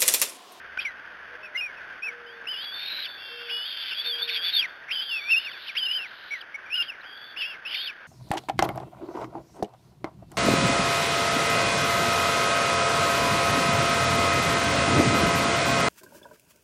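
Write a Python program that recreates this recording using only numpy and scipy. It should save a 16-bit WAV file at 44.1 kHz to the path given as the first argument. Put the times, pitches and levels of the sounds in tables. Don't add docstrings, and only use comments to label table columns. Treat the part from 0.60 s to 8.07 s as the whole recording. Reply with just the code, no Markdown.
import sys
import numpy as np
from scipy import signal
from scipy.fft import rfft, irfft, next_fast_len
from scipy.io import wavfile

SR = 44100
rng = np.random.default_rng(int(sys.argv[2]) if len(sys.argv) > 2 else 0)


def waveform_to_disk(signal):
    frames = np.transpose(np.atleast_2d(signal))
    scaled = np.clip(frames, -1, 1) * 32767
    samples = np.round(scaled).astype(np.int16)
    wavfile.write(sys.argv[1], SR, samples)


N = 329427


def from_db(db):
    return 10 ** (np.asarray(db) / 20)


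def rms_one(x):
    return x / np.sqrt(np.mean(np.abs(x) ** 2) + 1e-20)


def read(rows, t):
    s, *columns = np.transpose(rows)
    return [np.interp(t, s, column) for column in columns]


def samples(start_s, length_s):
    first = max(int(start_s * SR), 0)
    last = min(int((start_s + length_s) * SR), N)
    at = np.arange(first, last)
    return at, (at - at[0]) / SR


def span(rows, fade_s):
    first = max(int(rows[0][0] * SR), 0)
    last = min(int(rows[-1][0] * SR), N)
    at = np.arange(first, last)
    t = at / SR
    return at, t, np.clip(np.minimum(t - t[0], t[-1] - t) / fade_s, 0, 1)


def note(start_s, attack_s, held_s, fade_db_per_s):
    at, age = samples(start_s, held_s + 40 / fade_db_per_s)
    fade = from_db(-fade_db_per_s * np.maximum(age - held_s, 0))
    return at, age, np.minimum(age / attack_s, 1) * fade


def colour(x, points):
    hz, db = np.transpose(points)
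    size = next_fast_len(N)
    bins = np.maximum(np.arange(size // 2 + 1) * SR / size, 1)
    gain = from_db(np.interp(np.log(bins), np.log(hz), db))
    return irfft(rfft(x, size) * gain, size)[:N]


def wander(rate_hz):
    lowpass = signal.butter(2, rate_hz, fs=SR, output="sos")
    return rms_one(signal.sosfilt(lowpass, rng.standard_normal(N)))


def phase_of(hz):
    return 2 * np.pi * np.cumsum(hz) / SR


def resonance(x, hz, width_hz):
    r = np.exp(-np.pi * width_hz / SR)
    numerator = np.array([1, 0, -1]) * (1 - r * r) / 2
    denominator = [1, -2 * r * np.cos(2 * np.pi * hz / SR), r * r]
    return signal.lfilter(numerator, denominator, x)


HOUSING_HZ, HOUSING_WIDTH_HZ, HOUSING_DB = 1566, 220, 13.5


def housing(x):
    return x + from_db(HOUSING_DB) * resonance(x, HOUSING_HZ, HOUSING_WIDTH_HZ)


# [dB, before the trim]
HISS_LEVEL = [(0.0, -41), (2.9, -43), (7.47, -43.5)]
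# freq_hz [Hz], gain_db [dB]
HISS_SPECTRUM = [(25, -20), (70, -15.5), (110, -16.5), (300, -12), (600, -7), (1100, -9), (1800, -7),
                 (2400, -10), (3000, -12.5), (3500, -14), (3950, -23)]
# time_s [s], level_db [dB]
DRONE_LEVEL = [(0, -68), (1.2, -76), (2.5, -83.5), (7.47, -91.5)]
DRONE_HZ, DRONE_WOBBLE_HZ = 70, 1.6


def forest(trim_db=-1.1, flutter_db=1.48):
    t = np.arange(N) / SR
    leaves = colour(rng.standard_normal(N), HISS_SPECTRUM + [(4300, -63.5)])
    hiss_gain = from_db(read(HISS_LEVEL, t)[0] + trim_db + flutter_db * wander(15))
    drone = np.sqrt(2) * np.sin(phase_of(DRONE_HZ + DRONE_WOBBLE_HZ * wander(15)))
    drone_gain = from_db(read(DRONE_LEVEL, t)[0])
    return hiss_gain * rms_one(housing(leaves)) + drone_gain * drone


# [dB, before wavering]
COOS = [(0.67, 0.089, 900, 498, 3, -51), (0.75, .06, 45, 655.1, 321.5, -54.5),
        (1.44, 0.34, 79, 488, 65.5, -51), (2.67, 0.28, 330, 486, 63.5, -49),
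        (3.421, 0.28, 96, 485, 68.5, -49.5)]
COO_ATTACK_S, COO_SCOOP_SHARE, COO_SCOOP_S = 0.076, .08, .035


def dove(waver_db=1):
    out, waver = np.zeros(N), wander(14)
    for start_s, held_s, fade_db_per_s, pitch_hz, sag_hz_per_s, level_db in COOS:
        at, age, envelope = note(start_s, COO_ATTACK_S, held_s, fade_db_per_s)
        scoop = 1 - COO_SCOOP_SHARE * np.exp(-age / COO_SCOOP_S)
        hz = pitch_hz * scoop - sag_hz_per_s * age
        gain = envelope * from_db(level_db + waver_db * waver[at])
        out[at] += gain * np.sqrt(2) * np.sin(phase_of(hz))
    return out


# [dB, initial force before the trim]
TICKS = [(0.1745, -23), (0.2457, -32), (0.395, -40), (0.5722, -36), (1.8557, -32), (6.3498, -36)]


def twigs(decay_s=0.00072, trim_db=-4):
    t, force = np.arange(N) / SR, np.zeros(N)
    for start_s, level_db in TICKS:
        force += from_db(level_db) * (t >= start_s) * np.exp(-np.abs(t - start_s) / decay_s)
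    crackle = rms_one(resonance(rng.standard_normal(N), hz=1900, width_hz=1100))
    return from_db(trim_db) * housing(force * crackle)


def trees(x, t60_s=0.71, echo_db=-25):
    t = np.arange(SR) / SR
    tail = rng.standard_normal(SR) * from_db(-60 * t / t60_s) * (t > .008)
    tail /= np.sqrt(np.sum(tail ** 2))
    return x + from_db(echo_db) * signal.fftconvolve(x, tail)[:N]


# time_s [s], level_db [dB]
BREATH = [(4.85, -77), (4.92, -52), (5.08, -38), (5.11, -42.5), (5.16, -46), (5.3, -54), (5.5, -48.5),
          (5.79, -47.5), (5.84, -73)]


def hissing(hz=3200, width_hz=1300):
    out = np.zeros(N)
    at, t, gate = span(BREATH, fade_s=.02)
    air = rms_one(resonance(rng.standard_normal(len(at)), hz, width_hz))
    out[at] = gate * from_db(read(BREATH, t)[0]) * air
    return out


SCOOP_SHARE, SCOOP_S, SQUEAL_ATTACK_S = .26, .015, 0.0066
DROP_S, DROP_HOLD_POWER = .045, 3.5


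def squeal(curve, drop_share):
    start_s, end_s = curve[0][0], curve[-1][0]
    at, age = samples(start_s, end_s - start_s + DROP_S)
    hz, level_db, *controls = read(curve, at / SR)
    drop = np.clip((at / SR - end_s) / DROP_S, 0, 1)
    scoop = 1 - SCOOP_SHARE * np.exp(-age / SCOOP_S)
    hz = hz * scoop * (1 - drop_share * drop)
    attack = np.minimum(age / SQUEAL_ATTACK_S, 1)
    gain = from_db(level_db) * attack * (1 - drop ** DROP_HOLD_POWER)
    return (at, hz, gain, *controls)


# [dB, before trim and shimmer]
WHINES = [
    [(2.42, 3510, -49), (2.5, 3550, -39.5), (2.57, 3430, -45), (2.66, 3414, -43), (2.77, 3560, -49),
     (2.87, 3430, -42.5), (3.1, 3540, -40.5), (3.23, 3475, -35.5), (3.33, 3540, -40)],
    [(4.277, 2150, -39), (4.31, 2800, -39.5), (4.332, 3400, -35), (4.4, 3410, -41), (4.5, 3434, -38),
     (4.66, 3505, -42.5), (4.78, 3620, -44), (4.98, 3466, -46), (5.07, 3623, -50.5)],
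    [(5.4, 3701, -63), (5.79, 3980, -54.5)],
    [(6.43, 3250, -49), (6.55, 3300, -47), (6.65, 3494, -46.5), (6.71, 3460, -48)],
    [(7.1, 3650, -47), (7.15, 3610, -34.5), (7.2, 3660, -36.5), (7.25, 3690, -38)],
]


def thin_eaglet(jitter_hz=55, waver_hz=25, shimmer_db=1.5, trim_db=-1.0, hoarse_db=-5):
    out, shake, waver, shimmer = np.zeros(N), wander(300), wander(25), wander(130)
    hoarse = from_db(hoarse_db) * rms_one(wander(200) + 1j * wander(170))
    for curve in WHINES:
        at, hz, gain = squeal(curve, drop_share=.03)
        phase = phase_of(hz + jitter_hz * shake[at] + waver_hz * waver[at])
        voice = np.sqrt(2) * np.real((1 + hoarse[at]) * np.exp(1j * phase))
        out[at] += gain * from_db(trim_db + shimmer_db * shimmer[at]) * voice
    return out


REST_HZ = 1737
CHIRP_ATTACK_S, CHIRP_STRAIN = .007, 0.064


def chirp(start_s, top_s, width_s, held_s, fade_db_per_s, top_hz, level_db):
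    at, age, envelope = note(start_s, CHIRP_ATTACK_S, held_s, fade_db_per_s)
    arch = 1 / (1 + ((age - top_s) / width_s) ** 2)
    hz = REST_HZ + (top_hz - REST_HZ) * arch
    return at, hz, from_db(level_db) * envelope, CHIRP_STRAIN


SPELL_FADE_S = 0.028


def spell(t, start_s, length_s):
    return np.clip(np.minimum(t - start_s, start_s + length_s - t) / SPELL_FADE_S, 0, 1)


# start_s [s], length_s [s], rate_hz [Hz, before it wobbles], depth [0-1]
BUZZES = [(1.918, 0.15, 450, 0.35), (2.167, 0.17, 1193, .8), (2.586, 0.34, 460, 0.99),
          (2.909, 0.1, 458, 0.47), (3.051, 0.3, 392.4, 0.63), (3.618, 0.3, 177, 0.31),
          (6.76, 0.19, 539, 0.33)]


def buzzing(t, phase, shimmer, lower_side=0.25):
    lines = np.zeros(len(t))
    for start_s, length_s, rate_hz, depth in BUZZES:
        buzz = phase_of(rate_hz * (1 + 0.038 * shimmer))
        sides = np.sin(phase + buzz) + lower_side * np.sin(phase - buzz)
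        lines += depth * spell(t, start_s, length_s) * sides
    return lines


DOUBLING_AT_S, DOUBLING_LENGTH_S, DOUBLING_DB = 6.14, 0.081, -14


def doubling(t, phase):
    return from_db(DOUBLING_DB) * spell(t, DOUBLING_AT_S, DOUBLING_LENGTH_S) * np.sin(phase / 2)


def rasp_spray():
    band = [(400, -31.5), (1200, -25), (1800, -8.5), (2400, 5), (3200, 5), (3900, 0.0), (4300, -39.5)]
    return rms_one(housing(colour(rng.standard_normal(N), band)))


# time_s [s], pitch_hz [Hz, before scoop, drop and shaking],
# level_db [dB, before shimmer], strain [0 whistle - 1 rasp]
SQUEALS = [
    [(0.197, 3744, -34, 1), (0.22, 3550, -35, 0.7), (0.238, 3100, -44, 0.74)],
    [(1.867, 3250, -28.5, .07), (1.91, 3120, -31.5, .07), (1.95, 2830, -35, 0.24), (2.04, 3360, -35, .36),
     (2.115, 3380, -36.5, 0.2), (2.15, 3596, -34.5, .22), (2.21, 3598, -33.5, .45), (2.31, 3860, -33, .56),
     (2.436, 3880, -31.5, 0.64)],
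    [(2.57, 2950, -54.5, 0.5), (2.63, 2760, -45.5, 0), (2.75, 2700, -44.5, 0.13), (2.86, 2755, -44.5, 0.5)],
    [(2.888, 2900, -37, .7), (2.935, 2968, -30.5, 0.03), (2.98, 2907, -32, .05), (3.04, 2980, -34.5, .18),
     (3.065, 3312, -35, 0.4), (3.13, 3190, -38, 0.53), (3.3, 3092, -35.5, 0.8), (3.33, 2720, -31, .3),
     (3.352, 3150, -38, 0.7), (3.4, 3414, -26.5, .18), (3.435, 3475, -39, 0.7), (3.462, 3610, -26, 0.31),
     (3.505, 3540, -27.5, 0.17), (3.53, 3227, -28.5, 0.11), (3.59, 3277, -33.5, 0.48),
     (3.635, 3590, -25, 0.05), (3.665, 3635, -40, 0.76)],
    [(3.672, 3900, -32, 0.5), (3.725, 3620, -30.5, .6), (3.765, 3310, -25, .7), (3.8, 3210, -34.5, 0.2),
     (3.85, 3450, -26, .45), (3.9, 3580, -26, 0.43), (3.922, 3600, -35.5, 0.8), (3.937, 3766, -23.5, 0.26),
     (3.97, 3617, -20, 0.22), (3.998, 3260, -19.5, .15), (4.014, 3150, -29.5, .5),
     (4.021, 2680, -27.5, 0.25)],
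    [(4.297, 2424, -40, .3), (4.313, 2703, -28, 0.5), (4.331, 3275, -30.5, .33), (4.39, 2997, -30, .15),
     (4.425, 3220, -30.5, .3), (4.475, 3270, -39, 0.2), (4.527, 2740, -26, 0.03), (4.585, 2556, -31.5, .15),
     (4.615, 2217, -40, .12), (4.678, 2400, -33.5, 0.03), (4.705, 2660, -21, 0.2), (4.724, 2780, -18, 0),
     (4.745, 2498, -17.5, 0), (4.76, 2590, -25, .05), (4.768, 2793, -19.5, 0), (4.783, 2775, -20.5, 0.01),
     (4.795, 2910, -33.5, 0.2), (4.83, 2980, -41, 0.7), (4.86, 2780, -34, .25)],
    [(5.148, 2350, -37, 1), (5.166, 2750, -25.5, 0.3), (5.186, 3450, -25.5, 0.22),
     (5.215, 3038, -29.5, .12), (5.255, 3040, -26.5, 0.04), (5.278, 2735, -30.5, 0),
     (5.315, 3005, -26, 0.22), (5.37, 3120, -28, 0.1), (5.405, 2690, -34, .24), (5.432, 2740, -36.5, .1)],
    [(6.094, 2900, -45, 0.4), (6.115, 2660, -34, 0.1), (6.141, 2820, -25, 0.02), (6.153, 2900, -26, .22),
     (6.172, 3107, -29.5, 0.24), (6.19, 2817, -22.5, 0.05), (6.222, 2810, -24.5, 0.15),
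     (6.227, 3226, -30, 0.5), (6.238, 3180, -41, .8), (6.272, 3240, -45.5, 0.3), (6.303, 2680, -30, .04),
     (6.315, 2560, -47.5, .2)],
    [(6.759, 3033, -37, 0.3), (6.795, 3090, -32, 0.14), (6.82, 2760, -27.5, 0.48),
     (6.842, 2610, -27.5, .22), (6.877, 2840, -38, 0.2), (6.928, 2680, -41, .45)],
    [(7.046, 3150, -41, 0.3), (7.062, 2850, -30.5, 0.2), (7.09, 3004, -37, 0.54),
     (7.138, 3030, -30.5, 0.75), (7.16, 2994, -35, 0.59), (7.21, 3225, -32.5, 0.44),
     (7.245, 3540, -40, 0.8), (7.27, 3290, -32, 0.41)],
]
# [dB, before shimmer]
CHIRPS = [ (0.170, .008, .04, 0.0067, 2000, 1537, -24.5), (0.184, 0.039, 0.044, 0.013, 2005, 2770, -26),
          (0.247, -0.0074, 0.0413, .011, 423, 2393, -24.5), (0.826, .016, 0.064, 0.039, 701, 2610, -41.5),
          (0.946, 0.042, .04, .021, 1201, 2205, -27.5), (0.970, .018, 0.071, 0.027, 902, 2857, -28.5),
          (1.003, 0.028, 0.076, .046, 337, 2513, -30.5), (1.166, .011, .04, 0.015, 599.5, 2568, -48),
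          (1.420, 0.031, 0.049, 0.071, 801, 2634, -31), (1.66, .14, 0.19, 0.044, 184, 3600, -49.5),
          (3.685, 0.0039, 0.0079, 0.014, 2497, 3110, -27.5), (4.893, 0.0079, .04, 0.039, 252, 3370, -43.5),
          (5.076, -0.0065, 0.022, .03, 2001, 3480, -33), (5.225, .065, .11, .032, 600, 3880, -43),
          (5.705, .02, 0.033, 0.032, 332, 2310, -29.5), (5.805, 0.00072, .017, .01, 1204, 3550, -38.5),
          (5.940, .016, 0.097, .021, 4000, 2238, -31), (6.057, .007, 0.021, 0.013, 1400, 2400, -42.5),
          (6.405, .007, 0.025, 0.015, 1697, 3900, -52.5), (7.141, -.002, 0.0109, 0.0094, 2202, 2877, -27.5),
          ]


def squeals_and_chirps(jitter_hz=5, strain_jitter_hz=120, waver_hz=14, strain_waver_hz=70,
                       shimmer_db=1.66, strain_shimmer_db=0.9, octave_db=-21, halo_db=-4, spray_db=-2.5):
    out = np.zeros(N)
    shake, shimmer, waver = wander(300), wander(82), wander(45)
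    halo, spray = rms_one(wander(550) + 1j * wander(380)), rasp_spray()
    calls = [squeal(curve, drop_share=.34) for curve in SQUEALS] + [chirp(*row) for row in CHIRPS]
    for at, hz, gain, strain in calls:
        t, strain = at / SR, np.clip(strain, 0, 1)
        slow_motion = (waver_hz + strain_waver_hz * strain) * waver[at]
        fast_motion = (jitter_hz + strain_jitter_hz * strain) * shake[at]
        phase = phase_of(hz + slow_motion + fast_motion)
        tone = np.sin(phase) + from_db(octave_db) * np.sin(2 * phase)
        tone += doubling(t, phase) + buzzing(t, phase, shimmer[at])
        tone *= np.sqrt(2) * from_db((shimmer_db + strain_shimmer_db * strain) * shimmer[at])
        clinging = from_db(halo_db) * np.sqrt(2) * np.real(halo[at] * np.exp(1j * phase))
        rasp = clinging + from_db(spray_db) * spray[at]
        out[at] += gain * (np.sqrt(1 - strain ** 2) * tone + strain * rasp)
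    return out


def scene():
    nest = twigs() + hissing() + thin_eaglet() + squeals_and_chirps()
    return (forest() + dove() + trees(nest))[None]


# freq_hz [Hz], gain_db [dB]
SMOOTHING = [(3000, -0.5), (3800, -3), (4200, -6), (4500, -8), (5300, -17), (6000, -28.5), (6650, -42),
             (7100, -71.5), (9100, -76), (9600, -43.5), (10700, -31), (12000, -26), (13300, -35.5),
             (14200, -49), (14600, -67)]
CAMERA_RATE_HZ, BAND_HZ, CUTOFF_HZ = 8000, 4100, 14600


def record(dry):
    band = signal.sosfilt(signal.ellip(10, .1, 70, BAND_HZ, fs=SR, output="sos"), dry[0])
    clock = 2 * np.pi * CAMERA_RATE_HZ * np.arange(N) / SR
    sampled = band * (1 + 2 * np.cos(clock) + 2 * np.cos(2 * clock))
    smoothed = colour(sampled, SMOOTHING)
    return signal.sosfilt(signal.ellip(10, .1, 80, CUTOFF_HZ, fs=SR, output="sos"), smoothed)[None]


dry = scene()
out = record(dry)
waveform_to_disk(out)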